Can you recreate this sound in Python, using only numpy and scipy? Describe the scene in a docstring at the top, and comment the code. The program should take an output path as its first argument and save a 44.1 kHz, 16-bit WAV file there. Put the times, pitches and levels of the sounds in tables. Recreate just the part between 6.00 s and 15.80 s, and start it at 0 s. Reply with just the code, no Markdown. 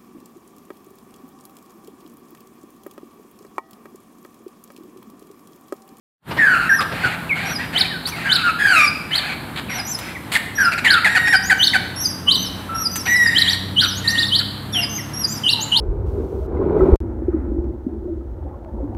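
"""Two magpies scuffle on a fenced suburban lawn, crying, hissing, flapping and snapping their bills.
Each cry is a harmonic source filtered by the throat's resonances and roughened by fast modulation.
Small honeyeaters mob them with nearly pure tones: arched alarm notes, chips and begging whistles.
Fence and house walls reflect the calls; an engine drones far off under the outdoor hush."""
import sys
import numpy as np
from scipy import signal
from scipy.fft import rfft, irfft
from scipy.io import wavfile
from scipy.ndimage import uniform_filter1d

SR = 44100
rng = np.random.default_rng(int(sys.argv[2]) if len(sys.argv) > 2 else 0)


def dump(signal):
    """Clip the signal to [-1, 1] and save it as 16-bit WAV at the path in sys.argv[1]."""
    limited = np.clip(np.atleast_2d(signal).T, -1, 1)
    pcm = np.round(limited * 32767).astype(np.int16)
    wavfile.write(sys.argv[1], SR, pcm)


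N = 432180
T = np.arange(N) / SR
CUTOFF_HZ = 15700
FULL_VOICE_DB = -13.5   # source level of a magpie call at full effort

# Spectrum of breath through an open bill. Each row: frequency in Hz, gain in dB.
BREATH_SPECTRUM = [(200, -19), (700, -5), (1400, 1.5), (2500, 2), (4300, -1), (5700, -32), (7400, -19),
                   (9000, -21), (11500, -23.5), (15500, -29)]
# Resonances of a honeyeater's throat. Each row: frequency in Hz, gain in dB.
HONEYEATER_THROAT = [(2600, 1), (3000, 5.5), (3400, -1), (3950, 4.5), (4500, 2.5), (5100, -15.5),
                     (8000, -6.5), (11500, -7.5), (15000, -16)]
# A honeyeater's source spectrum. Each entry: level of a harmonic in dB, fundamental first.
HONEYEATER_HARMONICS = [0, -13.5, -14.5]


def from_db(db):
    """Amplitude ratio of a level in decibels."""
    return 10 ** (np.asarray(db) / 20)


def along(rows, t):
    """Each column of a curve, interpolated at times t."""
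    times, *columns = np.transpose(rows)
    return [np.interp(t, times, column) for column in columns]


def gain_at(spectrum, hz):
    """Amplitude gain of a spectrum, interpolated in dB over log frequency."""
    points_hz, db = np.transpose(spectrum)
    return from_db(np.interp(np.log(hz + 1), np.log(points_hz), db))


def noise(spectrum, size):
    """White noise filtered to a spectrum, falling steeply beyond its ends; rms 1."""
    hz = np.arange(size // 2 + 1) * SR / size + 1
    edges = 1 / (1 + (spectrum[0][0] / hz) ** 8) / (1 + (hz / spectrum[-1][0]) ** 8)
    shaped = irfft(rfft(rng.standard_normal(size)) * gain_at(spectrum, hz) * edges, size)
    return shaped / np.sqrt(np.mean(shaped ** 2) + 1e-20)


def wobble(t, rate):
    """Random modulation: straight lines between `rate` Gaussian values a second."""
    position = (t - t[0]) * rate
    count = int(position[-1]) + 2
    return np.interp(position, np.arange(count), rng.standard_normal(count))


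def span(start, length):
    """Sample times of one event, in seconds."""
    return np.arange(int(start * SR), int((start + length) * SR)) / SR


def gate(t, attack_s, release_s):
    """Envelope with a raised-cosine start and end."""
    ramp = np.minimum((t - t[0]) / attack_s, (t[-1] - t) / release_s)
    return np.sin(np.pi / 2 * np.clip(ramp, 0, 1)) ** 2


def add(out, t, sound):
    """Superpose a sound at its time."""
    i = round(t[0] * SR)
    out[i:i + len(sound)] += sound[:max(N - i, 0)]


def phase_of(hz):
    """Phase is the integral of frequency."""
    return 2 * np.pi * np.cumsum(hz) / SR


def glide(t, start_hz, end_hz, curve):
    """Power-law glide: the pitch moves quickly at first, then settles."""
    return end_hz + (start_hz - end_hz) * np.linspace(1, 0, len(t)) ** curve


def hush(near_db=5.5, retreat_s=2.3):
    """Broadband noise of far traffic, grass and foliage; the rustle fades as the birds tumble away."""
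    # Three noise spectra. Each row: frequency in Hz, gain in dB.
    traffic_spectrum = [(52, -1), (120, 1), (190, 1), (280, 0.5), (400, -8), (650, -9)]
    grass_spectrum = [(600, 5), (850, 5.5), (1700, 1), (2300, -4.5), (4300, -8.5), (5000, -13)]
    leaf_spectrum = [(7000, -5.5), (9000, -5), (11000, -6), (14000, -3.5), (15500, -14)]
    swell_db = near_db * np.exp(-T / retreat_s) + wobble(T, 13)
    traffic = from_db(-34 + wobble(T, 10)) * noise(traffic_spectrum, N)
    grass = from_db(-39 + swell_db) * noise(grass_spectrum, N)
    leaves = from_db(-50 + swell_db / 2) * noise(leaf_spectrum, N)
    return traffic + grass + leaves


def engine(steady_db=-30, load_db_per_hz_per_s=2):
    """Harmonics of a far engine's cycle swell under load and as they cross the exhaust resonances."""
    # The engine slows, holds, then picks up. Each row: time in seconds, cycle rate in Hz.
    speed_curve = [(.3, 42.36), (2.6, 40.8), (5.1, 30.71), (7.3, 30.66), (9.3, 35.52), (9.8, 36.14)]
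    # Exhaust resonances. Each row: frequency in Hz, gain in dB.
    exhaust = [(60, -18), (80, -25.5), (96, -6.5), (125, -18.5), (150, -8.5), (172, -7.5), (215, -14.5),
               (330, -21.5)]
    cycle_hz, = along(speed_curve, T)
    cycle_hz = uniform_filter1d(cycle_hz, size=SR // 2)
    phase = phase_of(cycle_hz)
    db = steady_db + load_db_per_hz_per_s * np.gradient(cycle_hz, T)
    out = np.zeros(N)
    for order in (2, 3, 4, 6, 9):
        gain = from_db(db + wobble(T, 8)) * gain_at(exhaust, order * cycle_hz)
        out += np.sqrt(2) * gain * np.sin(order * phase + rng.uniform(0, 2 * np.pi))
    return out


def soft_thumps(length_s=.038):
    """Short, dull noise bursts: a knock on the handheld camera at the start, then wingbeats."""
    # The first two are the knock. Each row: start in seconds, level in dB.
    thumps = [(.3, -23.5), (.36, -23), (.8, -25), (0.909, -24.5), (1.04, -24)]
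    spectrum = [(70, -8), (250, -14.5), (600, -14), (5000, -27.5)]   # Hz, dB
    out = np.zeros(N)
    for start, db in thumps:
        t = span(start, length_s)
        add(out, t, from_db(db) * gate(t, length_s / 2, length_s / 2) * noise(spectrum, len(t)))
    return out


def magpie_voice(t, hz, overtones_db, rasp, half_db, flutter_hz=168):
    """Source and filter: flutter modulates a harmonic tone; period doubling adds half harmonics."""
    # Throat resonances. Each row: frequency in Hz, gain in dB.
    throat = [(400, -22), (750, 2), (1100, -12), (1400, 1), (2450, 5.5), (3100, -13.5), (3700, -16),
              (4500, -8.5), (5500, -29.5), (7300, -21), (8500, -23), (11500, -27), (15000, -40)]
    flutter = np.sin(phase_of(flutter_hz * (1 + .25 * wobble(t, 151))))
    drift = .013 * wobble(t, 45)
    roughness = rasp * (.024 * flutter + .075 * wobble(t, 1100))
    hz = hz * (1 + drift + roughness)
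    phase, tone = phase_of(hz), 0
    for k in np.arange(1, 23) / 2:
        db = overtones_db * (k != 1) + half_db * (k % 1 > 0) + 2.5 * wobble(t, 90)
        gain = from_db(db) * gain_at(throat, k * hz) * (k * hz < CUTOFF_HZ)
        tone += gain * np.sin(k * phase + rng.uniform(0, 2 * np.pi))
    breath = rasp * from_db(-10 + overtones_db / 2) * noise(throat, len(t))
    return (np.sqrt(2) * tone + breath) * (1 + .39 * rasp * flutter)


def squawks(end_hz=1314):
    """A magpie's pitch sags as the driving pressure drops; weak squawks are thinner and hoarser."""
    # Each row: start in seconds, length in seconds, starting pitch in Hz, source level in dB.
    calls = [(.376, .205, 1906, -15), (0.549, 0.14, 1506, -22.5), (1.029, .055, 1548, -16),
             (2.24, .19, 1702, -25), (2.427, 0.086, 1464, -15.5), (4.57, .125, 1726, -16.5),
             (4.884, .11, 1722, -15.5), (7.8, 0.07, 1635, -25), (8.382, 0.042, 1900, -32.5)]
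    out = np.zeros(N)
    for start, length, start_hz, db in calls:
        t = span(start, length)
        slack_db = FULL_VOICE_DB - db
        hz = glide(t, start_hz, end_hz, curve=1.15)
        voice = magpie_voice(t, hz, overtones_db=-14 + .59 * slack_db,
                             rasp=.598 + .028 * slack_db, half_db=-22)
        add(out, t, from_db(db) * gate(t, .026, .0078) * voice)
    return out


def fluted_notes():
    """Weak overtones and shallow modulation leave a magpie's glide nearly sinusoidal."""
    # Each row: start and length in seconds, starting and final pitch in Hz, source level in dB.
    notes = [(0.691, 0.05, 1840, 1547, -14.5), (0.726, 0.032, 1576, 1828, -20),
             (1.292, 0.045, 2765, 2130, -24), (1.582, 0.039, 1730, 1960, -32.5),
             (1.903, 0.079, 1950, 1493, -33), (2.12, 0.042, 2520, 2170, -36),
             (3.68, 0.041, 3120, 1954, -34), (4.149, 0.0275, 2460, 1960, -36),
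             (6.691, 0.14, 1351, 1326, -26), (8.979, 0.0276, 2440, 1880, -38.5)]
    out = np.zeros(N)
    for start, length, start_hz, end_hz, db in notes:
        t = span(start, length)
        hz = glide(t, start_hz, end_hz, curve=2.38)
        voice = magpie_voice(t, hz, overtones_db=-27, rasp=.17, half_db=-13)
        add(out, t, from_db(db) * gate(t, .0033, .0047) * voice)
    return out


def honeyeater_voice(t, hz, harmonics_db, throat, jitter):
    """Source and filter: a nearly pure tone with pitch jitter; each harmonic shimmers on its own."""
    hz = hz * (1 + jitter * wobble(t, 900) + .007 * wobble(t, 70))
    phase, tone = phase_of(hz), 0
    for k, db in enumerate(harmonics_db, 1):
        gain = from_db(db + 2.5 * wobble(t, 170)) * gain_at(throat, k * hz) * (k * hz < CUTOFF_HZ)
        tone += gain * np.sin(k * phase)
    return np.sqrt(2) * tone


def begging_whistles():
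    """Slow frequency modulation lifts a thin note, then bends it down; no two bend quite alike."""
    # Each row: time of the bend in seconds, reference pitch in Hz, source level in dB.
    notes = [(0.757, 5920, -25), (1.523, 5980, -27), (2.843, 5730, -24.5), (3.763, 5940, -25.5),
             (3.915, 6220, -22.5), (4.618, 5950, -23), (5.327, 5760, -24), (5.653, 6400, -27),
             (6.022, 5840, -19), (6.071, 6410, -24), (6.429, 6290, -26), (6.822, 5914, -20.5),
             (6.976, 6320, -23), (7.125, 6120, -20.5), (7.237, 5880, -23.5), (7.884, 6070, -27),
             (8.799, 5880, -22), (8.967, 6470, -27), (9.208, 5860, -20.5), (9.341, 6280, -27)]
    # Mean contour. Each row: time from the bend in seconds, pitch ratio, gain in dB.
    contour = [(-.078, .94, -44), (-.066, 0.95, -1.5), (-.03, 0.95, 0), (0, 0.98, 3.5), (0.013, 0.94, 1.5),
               (.03, .87, 0.5), (.042, 0.8246, 5), (.056, 0.88, -11.5)]
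    # Each entry: source level of a harmonic in dB, fundamental first.
    harmonics_db = [0, -16.5]
    throat = [(4800, 3), (5400, -12), (6200, -6.5), (12000, .5)]   # Hz, dB
    first_s, last_s = contour[0][0], contour[-1][0]
    out = np.zeros(N)
    for bend, reference_hz, db in notes:
        stretch, depth = 1 + .1 * rng.uniform(-1, 1, 2)
        t = span(bend + stretch * first_s, stretch * (last_s - first_s))
        ratio, swell_db = along(contour, (t - bend) / stretch)
        voice = honeyeater_voice(t, reference_hz * ratio ** depth, harmonics_db, throat, jitter=.012)
        add(out, t, from_db(db + swell_db) * gate(t, .004, .004) * voice)
    return out


def moans(fall_ratio=.85):
    """Faint overtones and deep modulation make a magpie's low, drooping note dull and rough."""
    # Each row: start in seconds, length in seconds, starting pitch in Hz, source level in dB.
    calls = [(0.784, 0.0413, 1320, -14), (6.26, 0.12, 1195, -28), (8.743, 0.088, 795, -37.5),
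             (9.528, .098, 993, -30), (9.738, 0.062, 1040, -26.5)]
    out = np.zeros(N)
    for start, length, start_hz, db in calls:
        t = span(start, length)
        hz = glide(t, start_hz, fall_ratio * start_hz, curve=1.526)
        voice = magpie_voice(t, hz, overtones_db=-31, rasp=.76, half_db=-19)
        add(out, t, from_db(db) * gate(t, .013, .0056) * voice)
    return out


def hisses():
    """Turbulent breath through an open bill gives a harsh burst of broadband noise."""
    # Each row: start in seconds, length in seconds, level in dB, lift above 5 kHz in dB.
    bursts = [(0.803, 0.028, -27, 7), (3.559, 0.041, -28, 2), (4.317, 0.0596, -23, 13),
              (6.956, 0.018, -27, 26)]
    out = np.zeros(N)
    for start, length, db, treble_db in bursts:
        t = span(start, length)
        spectrum = [(hz, level + treble_db * (hz > 5000)) for hz, level in BREATH_SPECTRUM]
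        breath = noise(spectrum, len(t)) * from_db(3 * wobble(t, 340))
        add(out, t, from_db(db) * gate(t, .002, .0031) * breath)
    return out


def grumbles(pitch_hz=1600, wander=.24, trim_db=-4):
    """At low effort a magpie's voice is barely periodic: mostly rasp and air, with wandering pitch."""
    # Each row: start in seconds, length in seconds, relative level in dB.
    calls = [(0.934, 0.13, -33), (1.008, 0.16, -30), (1.348, 0.2, -29.5), (1.58, 0.1, -33.5),
             (1.722, 0.16, -29), (2.152, 0.185, -32.5), (3.101, 0.26, -31), (3.689, 0.14, -31),
             (3.999, 0.15, -37.5), (4.837, 0.053, -18), (5.04, 0.046, -22.5), (7.05, 0.052, -25.5),
             (8.736, .14, -37.5)]
    out = np.zeros(N)
    for start, length, db in calls:
        t = span(start, length)
        hz = pitch_hz * np.exp(wander * wobble(t, 70))
        voice = magpie_voice(t, hz, overtones_db=0, rasp=.887, half_db=-3)
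        breath = from_db(-1) * noise(BREATH_SPECTRUM, len(t))
        add(out, t, from_db(db + trim_db) * gate(t, .015, .031) * (voice + breath))
    return out


def alarms(rest_hz=2880, fall_s=.0185):
    """A honeyeater's pitch shoots up and back, flaring each time it crosses a throat resonance."""
    # Each row: time of the top in seconds, top pitch in Hz, rise time in seconds, source level in dB.
    notes = [(1.799, 5360, 0.019, -13.5), (2.345, 5390, .023, -14.5), (3.172, 5060, 0.023, -19.5),
             (4.923, 5220, 0.021, -14.5), (5.66, 5230, .027, -14.5), (6.34, 5160, .029, -16),
             (7.404, 5600, 0.022, -14.5), (7.518, 5916, 0.025, -16), (7.829, 5317, 0.026, -15),
             (8.213, 5400, .025, -19), (8.274, 5340, 0.025, -25), (8.381, 5480, 0.029, -16.5),
             (9.518, 5550, 0.025, -15), (9.794, 5300, 0.028, -16)]
    out = np.zeros(N)
    for top, top_hz, rise_s, db in notes:
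        lead_s = 2.94 * rise_s
        t = span(top - lead_s, lead_s + 1.52 * fall_s)
        width_s = np.where(t < top, rise_s, fall_s)
        arch = np.exp(-np.abs((t - top) / width_s) ** 1.7)
        hz = rest_hz + (top_hz - rest_hz) * arch
        voice = honeyeater_voice(t, hz, HONEYEATER_HARMONICS, HONEYEATER_THROAT, jitter=.021)
        add(out, t, from_db(db) * gate(t, .054, .01) * ground_bounce(t, voice))
    return out


def ground_bounce(t, sound, reflection=.62):
    """Comb filtering: a flying bird's call interferes with its delayed reflection off the lawn."""
    lag_s = rng.uniform(.0005, .0016) * (1 + .15 * wobble(t, 20))
    delayed = np.interp(t - lag_s, t, sound, left=0)
    return (sound + reflection * delayed) / np.sqrt(1 + reflection ** 2)


def chips_and_slurs(slur_end_hz=2734):
    """One-way frequency sweeps of the honeyeaters: chips shoot upward, slurs sink to a resting pitch."""
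    # Each row: start in seconds, length in seconds, starting pitch in Hz, source level in dB.
    chips = [(2.051, 0.06, 3566, -20.5), (3.862, .075, 6230, -25), (5.42, .085, 5000, -19),
             (7.936, 0.072, 4970, -22.5), (8.072, 0.059, 3530, -13), (9.265, 0.081, 6030, -25.5),
             (9.6, 0.055, 5700, -17.5)]
    slurs = [(8.728, 0.088, 3670, -23), (9.432, 0.097, 3196, -24), (9.712, 0.0437, 3200, -20)]
    out = np.zeros(N)
    for notes, rising in ((chips, True), (slurs, False)):
        for start, length, start_hz, db in notes:
            t = span(start, length)
            end_hz = 7040 + .55 * (start_hz - 5000) if rising else slur_end_hz
            hz = glide(t, start_hz, end_hz, curve=1.6)
            voice = honeyeater_voice(t, hz, HONEYEATER_HARMONICS, HONEYEATER_THROAT, jitter=.024)
            add(out, t, from_db(db) * gate(t, .013, .022) * voice)
    return out


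def bill_snaps(decay_s=.0089, trim_db=-7):
    """The impact of a closing bill is a dry noise transient that decays exponentially."""
    # Each row: start in seconds, relative level in dB.
    impacts = [(2.073, -15.5), (2.087, -17.5), (3.157, -17), (3.9885, -18.5), (6.9573, -17.5)]
    spectrum = [(900, 2.5), (4000, -10.5), (6000, -20), (11000, -8), (15000, -15)]   # Hz, dB
    out = np.zeros(N)
    for start, db in impacts:
        t = span(start, .02)
        add(out, t, from_db(db + trim_db) * np.exp((t[0] - t) / decay_s) * noise(spectrum, len(t)))
    return out


def scream(high_hz=1692, low_hz=1145, break_s=2.735, slide_s=.038, crest_s=2.78):
    """As a magpie's pitch falls, the second harmonic slides into a throat resonance and takes over."""
    out = np.zeros(N)
    t = span(start=2.58, length=.313)
    hz = low_hz + (high_hz - low_hz) / (1 + np.exp((t - break_s) / slide_s))
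    db = FULL_VOICE_DB - np.maximum(36 * (crest_s - t), 70 * (t - crest_s))   # slopes in dB/s
    voice = magpie_voice(t, hz, overtones_db=-2.5, rasp=.57, half_db=-19)
    add(out, t, from_db(db) * gate(t, .025, .031) * voice)
    return out


def yelps(fall_ratio=.71):
    """A magpie's abrupt onset, rich in harmonics, drops fast in pitch; weak yelps are mostly rasp."""
    # Each row: start in seconds, length in seconds, starting pitch in Hz, source level in dB.
    calls = [(4.351, 0.021, 2498, -18.5), (4.715, .029, 1710, -28.5), (4.777, 0.022, 1740, -27),
             (4.846, .042, 2503, -15.5), (5.044, .04, 2318, -14.5), (5.149, 0.036, 2003, -17),
             (5.271, 0.0177, 2250, -17.5), (5.324, 0.038, 2120, -13), (5.497, 0.037, 2102, -14),
             (5.733, 0.038, 2162, -16.5)]
    out = np.zeros(N)
    for start, length, start_hz, db in calls:
        t = span(start, length)
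        slack_db = FULL_VOICE_DB - db
        hz = glide(t, start_hz, fall_ratio * start_hz, curve=2.9)
        voice = magpie_voice(t, hz, overtones_db=-2.5 + .49 * slack_db,
                             rasp=.48 + .04 * slack_db, half_db=-11)
        add(out, t, from_db(db) * gate(t, .0029, .0042) * voice)
    return out


def wails(rest_hz=1844, swell_s=.16, swell_db=13, lift_s=.09, lead_s=.0406):
    """A magpie's fundamental swells and clears over steady overtones; pitch peaks before the crest."""
    # Each row: start, length and crest time in seconds, top pitch in Hz, source level at crest in dB.
    calls = [(5.07, 0.26, 5.24, 1887, -19), (7.064, 0.5, 7.205, 1976, -17), (8.034, 0.23, 8.15, 1865, -26)]
    out = np.zeros(N)
    for start, length, crest, top_hz, crest_db in calls:
        t = span(start, length)
        slack = 1 - np.exp(-((t - crest) / swell_s) ** 2)
        db = crest_db - swell_db * slack
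        lift = np.exp(-((t - crest + lead_s) / lift_s) ** 2)
        hz = rest_hz + (top_hz - rest_hz) * lift
        voice = magpie_voice(t, hz, overtones_db=-22 - db, rasp=.16 + .69 * slack, half_db=-20)
        add(out, t, from_db(db) * gate(t, .018, .017) * voice)
    return out


def yard(direct, t60_s=.74, build_s=.0099):
    """Convolution adds early reflections and a diffuse tail scattered by houses and trees."""
    # Fence and wall reflections. Each row: delay in seconds, gain in dB.
    reflections = [(.0093, -10.5), (.021, -24.5)]
    # Each row: frequency in Hz, gain of the tail in dB.
    tail_spectrum = [(300, -2.5), (1500, -6), (4000, -7), (6000, -10.5), (12000, -7.5)]
    t = np.arange(SR) / SR
    tail = rng.standard_normal(SR) * from_db(-60 * t / t60_s) * (1 - np.exp(-t / build_s))
    tail /= np.linalg.norm(tail)
    colour = gain_at(tail_spectrum, np.arange(SR // 2 + 1))
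    response = irfft(rfft(tail) * colour, SR) * (t < .9)
    for delay, db in reflections:
        response[int(delay * SR)] += from_db(db)
    return direct + signal.fftconvolve(direct, response)[:N]


def scene():
    """Superposition in one channel: birds and thumps reverberate in the yard, over engine and hush."""
    magpies = squawks() + yelps() + wails() + scream() + moans() + fluted_notes() + grumbles()
    honeyeaters = alarms() + chips_and_slurs() + begging_whistles()
    noise_bursts = hisses() + bill_snaps() + soft_thumps()
    return (yard(magpies + honeyeaters + noise_bursts) + engine() + hush())[None]


def record(dry, ceiling=.96):
    """The microphone fades in; soft saturation rounds the peaks and a low-pass filter cuts the top."""
    fade_db, = along([(0, -120), (.19, -70), (.23, -32), (.29, 0)], T)
    faded = dry * from_db(fade_db)
    rounded = faded / (1 + (faded / ceiling) ** 8) ** (1 / 8)
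    lowpass = signal.ellip(10, .3, 90, CUTOFF_HZ, fs=SR, output="sos")
    return signal.sosfilt(lowpass, rounded)


dry = scene()
out = record(dry)
dump(out)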